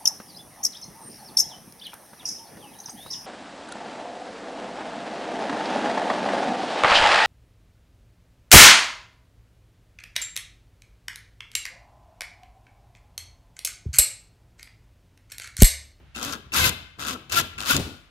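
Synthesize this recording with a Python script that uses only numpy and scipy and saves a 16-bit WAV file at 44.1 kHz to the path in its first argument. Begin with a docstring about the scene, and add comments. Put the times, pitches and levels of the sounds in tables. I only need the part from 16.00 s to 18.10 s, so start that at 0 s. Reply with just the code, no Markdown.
"""A faint low rumble, then close, creaking rasps: a hand tool is twisted five times in a plastic part.
Its edge sticks and slips in the hole, faster as the twist speeds up. Each slip is an impulse that cracks,
excites the resonances of tool and part, and shakes the panel behind them. Bigger snaps mark where the
edge catches or lets go, and brief squeals where it locks onto a resonance. At last the tool slides loose
with a hiss. A metal frame and a small workshop ring in answer."""
import sys
import numpy as np
from scipy import signal
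from scipy.fft import rfft, irfft, next_fast_len
from scipy.io import wavfile
from scipy.ndimage import uniform_filter1d

SR = 44100
rng = np.random.default_rng(int(sys.argv[2]) if len(sys.argv) > 2 else 0)


def int16_out(signal):
    """Quantize to a 16-bit WAV file."""
    q = np.round(np.clip(np.atleast_2d(signal).T, -1, 1) * 32767)
    wavfile.write(sys.argv[1], SR, q.astype(np.int16))


N = 92610
T = np.arange(N) / SR

# Levels are relative: each source applies its own gain.
# Spectral densities of the noises: f/Hz, level/dB
FLOOR_SPECTRUM = [(20, -18), (60, 5), (120, -9), (250, -24), (700, -20), (1500, -18), (3000, -20),
                  (7000, -37.5), (12000, -44), (16000, -63)]
DEEP_BASS_SPECTRUM = [(20, -16), (40, -27), (62, -2.5), (90, 4), (115, -6.5), (145, -0.5), (200, -23),
                      (400, -79), (1000, -100)]
UPPER_BASS_SPECTRUM = [(60, -44.5), (140, -12), (200, 1.5), (265, -1), (380, -4), (550, -10), (800, -14.5),
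                       (2000, -37)]
SNAP_SPECTRUM = [(200, -11), (1000, -3), (2500, -5), (4000, -1), (6500, 3.5), (9000, -5.5), (12500, -4),
                 (15000, -15), (17000, -11)]
RASP_SPECTRUM = [(150, -38.5), (400, -6.5), (800, -2.5), (1500, 3), (1950, -1.5), (2600, 1), (3600, 1.5),
                 (5000, 2), (6800, -4), (9000, -6), (12000, -11), (15000, -14.5), (17000, -30.5)]
FIZZ_SPECTRUM = [(3000, -65), (8000, -13.5), (11000, -4), (12500, 0.5), (15000, -14.5), (17000, -4.5)]
# Normal modes: f/Hz, bandwidth/Hz, level/dB
FRAME_MODES = [(348, 9, 4.5), (998, 3.8, -12), (1287, 4.7, -2.5), (1630, 12, -5), (2930, 10, -9)]
PANEL_BOOM_MODES = [(61.9, 4.3, 2.5), (87.3, 6.1, -2)]
PANEL_CREAK_MODES = [(213, 88, -1), (279, 84, 0), (494, 47, -9), (688, 80, -9)]
TOOL_MODES = [(1992, 23, -4), (2612, 154, -4), (3093, 54, -1.5), (3460, 106, -3), (3824, 156, -7),
              (4480, 31, -14.5), (6130, 64, -12), (6740, 580, -9), (11650, 260, -18), (12730, 78, -31.5)]
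PART_MODES = [(1042, 50, -6), (1163, 46, -5), (1344, 85, -2), (1568, 142, -6.5), (1646, 20, -1)]

ROOM_DECAY = [(100, .35), (300, 0.41), (1500, 0.67), (4800, 0.54), (12800, 0.32)]  # reverberation time: f/Hz, T60/s
ROOM_RESPONSE = [(100, -7), (700, 4), (1400, -4), (3000, 2.5), (6000, -6), (12000, -3)]  # colour of the reverberation: f/Hz, level/dB
BALANCE = [(60, 0), (200, 2.5), (700, 4), (1350, 4), (2300, 3), (4400, 5.5), (8000, 2), (14000, 8.5)]  # left minus right: f/Hz, level/dB
PANEL_LEVELS = [(0.0, -54, -54), (0.1, -52.5, -65.5), (0.13, -63, -83), (0.17, -43.5, -38),
                (0.24, -63, -40.5), (0.26, -37, -41.5), (0.37, -51, -38.5), (0.43, -56, -56),
                (0.47, -46, -55.5), (0.5, -56, -67), (0.54, -45.5, -35), (0.62, -24, -33.5),
                (0.71, -34, -36), (0.76, -44.5, -47), (0.96, -61, -68), (0.99, -44, -47.5),
                (1.15, -47, -39.5), (1.2, -54.5, -48), (1.28, -54.5, -57.5), (1.35, -35, -41),
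                (1.45, -37.5, -35.5), (1.5, -64, -53), (1.55, -42, -56), (1.61, -46.5, -41),
                (1.68, -51, -42), (1.71, -51.5, -30), (1.74, -25, -45), (1.75, -25, -28),
                (1.81, -28.5, -27), (1.83, -36, -37), (1.87, -40.5, -36.5), (2.1, -69, -68)]  # panel vibration: t/s, deep bass level/dB, upper bass level/dB
CREAK_LEVELS = [1, -7, 2, -3.5, -4.5]  # panel creak in each twist: level/dB
SEATING_HITS = [(0.149, -31.5), (.5205, -27), (1.298, -32.5), (1.580, -28)]  # the tool seats in the hole: t/s, level/dB
SNAP_HITS = [(0.1471, -51), (0.1514, -39), (0.229, -18), (0.2325, -21), (0.2418, -25), (0.2495, -16.5),
             (0.3246, -25.5), (0.3335, -22), (0.5194, -51), (0.5303, -23.5), (0.5386, -19), (0.545, -16),
             (0.6939, -12), (1.0705, -23.5), (1.0852, -16.5), (1.2966, -33), (1.3200, -25), (1.3260, -21),
             (1.3993, -13), (1.5800, -40), (1.6048, -39), (1.7665, -8)]  # the edge catches or lets go: t/s, level/dB
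SQUEAL_TONES = [(.598, .026, 1600, -25), (.636, .07, 2100, -25), (.640, .04, 2610, -25),
                (.657, .036, 1525, -21), (1.378, .034, 1375, -16), (1.388, .04, 1680, -28),
                (1.711, .024, 1420, -17)]  # the edge locks onto a resonance: centre t/s, duration/s, f/Hz, level/dB
SLIP_RATES = [(.15, 111.4), (.222, 122), (.23, 251), (.27, 279), (.305, 293), (.318, 120), (.36, 115),
              (.52, 157), (.545, 197), (.575, 394), (.60, 517), (.64, 508), (.69, 500), (.98, 135),
              (1.095, 158), (1.105, 274), (1.16, 230), (1.32, 170), (1.34, 360), (1.375, 343), (1.41, 331),
              (1.58, 105), (1.645, 105), (1.68, 201), (1.695, 261), (1.712, 287), (1.77, 275)]  # repetition rate of the slips: t/s, f/Hz
TWIST_LEVELS = [
    [(0.145, -61, -14), (0.159, -39.5, -0.5), (0.211, -42.5, 5), (0.233, -36.5, 0), (0.249, -36, -10),
     (0.259, -36.5, -1), (0.321, -40, 2.5), (0.335, -35, 5.5), (0.365, -54, 11)],
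    [(0.52, -48.5, -1), (0.54, -31, -0.5), (0.56, -25.5, 2), (0.566, -23.5, -6.5), (0.604, -24.5, 0.5),
     (0.63, -26.5, -7), (0.66, -22, 0), (0.698, -29.5, -7), (0.71, -55, 8)],
    [(0.98, -77, 0), (0.99, -45.5, 4.5), (1.006, -37, -1), (1.062, -39.5, 5), (1.068, -36.5, 0),
     (1.09, -32.5, 3.5), (1.142, -40, -5.5), (1.154, -59.5, 24), (1.165, -51.5, 14.5)],
    [(1.3, -30, -10), (1.304, -58, 8), (1.324, -26, -13), (1.34, -30, 3), (1.356, -28.5, -15),
     (1.374, -22.5, -30), (1.402, -27, 4), (1.418, -34.5, -6)],
    [(1.58, -40, -11), (1.592, -44, 9.5), (1.606, -34.5, -6), (1.64, -40, 5), (1.7, -23.5, -9.5),
     (1.706, -22, -4.5), (1.76, -31.5, 1.5), (1.766, -30, -23), (1.78, -33, -4)],
]  # a table per twist: t/s, rasp level/dB, part's ring level over the rasp/dB


def amp(db):
    """Amplitude ratio of a level in dB."""
    return 10 ** (np.asarray(db) / 20)


def unit(x):
    """Normalisation to an rms of 1."""
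    return x / np.sqrt(np.mean(x ** 2) + 1e-20)


def levelled(x, size=1000):
    """Division by the running rms over `size` samples flattens the envelope."""
    x = unit(x)
    return x / np.sqrt(abs(uniform_filter1d(x ** 2, size=size)) + 1e-4)


def along(points, hz):
    """Interpolation of (f/Hz, value) points on a logarithmic frequency axis."""
    f, v = np.transpose(points)
    return np.interp(np.log(hz + 1), np.log(f + 1), v)


def impulses(times, sizes):
    """An impulse train, one spike for each time."""
    return np.bincount(np.clip(times * SR, 0, N - 1).astype(int), sizes, N)


def noise(correlation):
    """Partially coherent white noise: sum and difference of two sources form the stereo pair."""
    a, b = rng.standard_normal((2, N))
    angle = np.arccos(np.clip(correlation, -1, 1)) / 2
    mid, side = np.cos(angle) * a, np.sin(angle) * b
    return np.array([mid + side, mid - side])


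def filtered(x, response):
    """Linear filtering: the spectrum is multiplied by a frequency response."""
    m = next_fast_len(N + SR // 2)
    return irfft(rfft(x, m) * response(np.fft.rfftfreq(m, 1 / SR)), m)[..., :N]


def coloured(x, spectrum, size=4096):
    """Minimum-phase filtering at unit energy, by folding the cepstrum onto positive time."""
    cepstrum = irfft(np.log(amp(along(spectrum, np.fft.rfftfreq(size, 1 / SR)))))
    cepstrum[1:size // 2] *= 2
    cepstrum[size // 2 + 1:] = 0
    h = irfft(np.exp(rfft(cepstrum)))
    return signal.fftconvolve(x, h[None] / np.linalg.norm(h), axes=1)[:, :N]


def ringing(x, modes):
    """Modal superposition: damped resonators of alternating sign, with unit energy in all."""
    def response(f):
        h = sum((-1) ** k * amp(db) * 1j * f * width / (centre ** 2 - f * f + 1j * f * width)
                for k, (centre, width, db) in enumerate(modes))
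        return h / np.sqrt(np.mean(abs(h) ** 2))
    return filtered(x, response)


def both_sides(x, lag_s=0.00019):
    """Arrival-time difference: a mono sound reaches the right side later."""
    return filtered(x, lambda f: np.exp(-2j * np.pi * f * lag_s * np.array([[0], [1]])))


def noise_floor():
    """Stationary noise, strongest in the bass: the quiet of the room."""
    return amp(-58) * unit(coloured(noise(correlation=0.48), FLOOR_SPECTRUM))


def workshop(x, delay_s=0.002):
    """Reverberation: a diffuse field decays exponentially, each frequency at its own rate."""
    hz, t, bands = signal.stft(rng.standard_normal((2, SR * 3 // 4)), SR, nperseg=256)
    tail = signal.istft(bands * amp(-60 * t / along(ROOM_DECAY, hz)[:, None]), SR, nperseg=256)[1]
    tail *= np.clip(np.arange(tail.shape[1]) / SR / delay_s - 1, 0, 1)
    wet = signal.fftconvolve(x, tail / np.linalg.norm(tail[0]), axes=1)[:, :N]
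    return amp(-12.5) * filtered(wet, lambda f: amp(along(ROOM_RESPONSE, f)))


def frame(x):
    """Sympathetic resonance: the lightly damped modes of the metal frame sing on."""
    return amp(-24) * ringing(x, FRAME_MODES)


def panel(kicks, full_creak_hz=268):
    """Forced vibration: the panel rumbles in two bands, booms and, in a twist, creaks at the slip rate."""
    s, deep_db, upper_db = np.transpose(PANEL_LEVELS)
    deep = levelled(coloured(noise(correlation=0.96), DEEP_BASS_SPECTRUM), size=2400)
    deep *= amp(np.interp(T, s, deep_db) - 2)
    boom = amp(-28.5) * ringing(deep, PANEL_BOOM_MODES)
    upper = amp(-4) * unit(coloured(noise(correlation=0.89), UPPER_BASS_SPECTRUM))
    turning = sum(amp(db) * (T > rows[0][0]) * (T < rows[-1][0])
                  for rows, db in zip(TWIST_LEVELS, CREAK_LEVELS))
    drive = np.minimum(1, np.interp(T, *np.transpose(SLIP_RATES)) / full_creak_hz)  # weaker when slow
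    creak = uniform_filter1d(turning, size=600) * drive * levelled(ringing(kicks, PANEL_CREAK_MODES))
    return deep + boom + amp(np.interp(T, s, upper_db)) * (upper + creak)


def slide(start_s=1.793, fade_db_per_s=128):
    """Sliding friction: a smooth, fading hiss as the tool comes loose."""
    t = T - start_s
    envelope = (t > 0) * amp(-35.5 - fade_db_per_s * abs(t))
    return envelope * coloured(noise(correlation=0.092), RASP_SPECTRUM)


def seatings(ping_hz=2680, t60_s=.06):
    """Damped free vibration: the tool pings as it first bears on the part."""
    s, db = np.transpose(SEATING_HITS)
    t = T[:SR // 10]
    ping = np.sin(2 * np.pi * ping_hz * t) * amp(-60 * t / t60_s)
    return both_sides(signal.fftconvolve(impulses(s, amp(db)), ping)[:N])


def squeals(sag_per_s=.8, waver_rms=.012):
    """Self-excited oscillation: the edge locks onto a resonance in short tones that swell and sag."""
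    out = np.zeros(N)
    for s, length, hz, db in SQUEAL_TONES:
        t = np.clip(T - s, -length / 2, length / 2)
        waver = waver_rms * unit(uniform_filter1d(rng.standard_normal(N), size=150))
        phase = 2 * np.pi * np.cumsum(hz * (1 - sag_per_s * t + waver)) / SR
        out += amp(db) * np.sqrt(2) * np.cos(np.pi * t / length) * np.sin(phase)
    return both_sides(out)


def snaps(t60_s=.0035, gain_db=2):
    """Short transients have broad spectra: bright cracks where the edge catches or lets go."""
    s, db = np.transpose(SNAP_HITS)
    decay = amp(-60 * T[:SR // 50] / t60_s)
    envelope = signal.fftconvolve(impulses(s, amp(db + gain_db)), decay)[:N]
    return coloured(envelope * noise(correlation=.15), SNAP_SPECTRUM)


def slips(jitter_cycles=.06, scatter_db=1.8, steady_hz=152.5):
    """Stick-slip is a relaxation oscillation: one impulse a cycle, ever more regular above steady_hz."""
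    rate = np.interp(T, *np.transpose(SLIP_RATES))
    cycles = np.cumsum(rate) / SR
    count = np.arange(1, int(cycles[-1]))
    lateness, size = rng.standard_normal((len(count), 2)).T
    jitter = jitter_cycles * np.minimum(1, steady_hz / np.interp(count, cycles, rate))
    times = np.interp(count + jitter * lateness, cycles, T)
    return impulses(times, amp(scatter_db * size))


def friction_envelope(kicks, crack_t60_s=.0028, after_t60_s=.02, smooth_share=.2):
    """Incoherent sources add in power: each slip's crack, its after-ring and some smooth friction."""
    t = T[:SR // 20]
    one_crack = amp(-60 * t / crack_t60_s) ** 2 + amp(-7 - 60 * t / after_t60_s) ** 2
    cracks = np.sqrt(abs(signal.fftconvolve(kicks ** 2, one_crack)[:N]))
    return np.sqrt(smooth_share + (1 - smooth_share) * levelled(cracks) ** 2)


def twist_envelopes():
    """Amplitude modulation: the rasp and the part's ring swell and fade with each twist."""
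    rasp, ring = np.zeros((2, N))
    for rows in TWIST_LEVELS:
        s, db, ring_db = np.transpose(rows)
        rasp += amp(np.interp(T, s, db, left=-120, right=-120))
        ring += amp(np.interp(T, s, db + ring_db, left=-120, right=-120))
    return rasp, ring


def scrape(kicks, fizz_reference_db=-26.5, fizz_exponent=.84, part_right_db=-7.5):
    """Source and filter: the edge rasps, and its noise and slip harmonics drive the tool and the part."""
    friction = friction_envelope(kicks)
    rasp, ring = twist_envelopes()
    force = rasp * friction
    edge = amp(1) * coloured(force * noise(correlation=0.065), RASP_SPECTRUM)
    brightness = (rasp / amp(fizz_reference_db)) ** fizz_exponent  # harder rasping is brighter
    fizz = amp(-5) * coloured(force * brightness * noise(correlation=-0.054), FIZZ_SPECTRUM)
    buzz = both_sides(levelled(kicks))
    tool_drive = amp(-2.5) * force * noise(correlation=0.11) + amp(-10.5) * rasp * buzz
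    tool = ringing(tool_drive, TOOL_MODES)
    part_drive = buzz + amp(-1) * friction * noise(correlation=-0.1)
    part = amp(-0.5) * ring * levelled(ringing(part_drive, PART_MODES))
    return edge + fizz + tool + (part + squeals()) * amp([[0], [part_right_db]])


def scene():
    """Superposition: the scraping, nearer the left microphone, with room, frame, panel and noise floor."""
    kicks = slips()
    direct = scrape(kicks) + snaps() + seatings() + slide()
    mix = direct + workshop(direct) + frame(direct) + panel(kicks)
    return noise_floor() + filtered(mix, lambda f: amp(along(BALANCE, f) * np.array([[.5], [-.5]])))


def record(dry, peak_limit=.8, cutoff_hz=15650):
    """Soft saturation rounds the hardest peaks, then a steep low-pass limits the band."""
    rounded = dry / (1 + abs(dry / peak_limit) ** 6) ** (1 / 6)
    return filtered(rounded, lambda hz: 1 / np.sqrt(1 + (hz / cutoff_hz) ** 260))


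dry = scene()
out = record(dry)
int16_out(out)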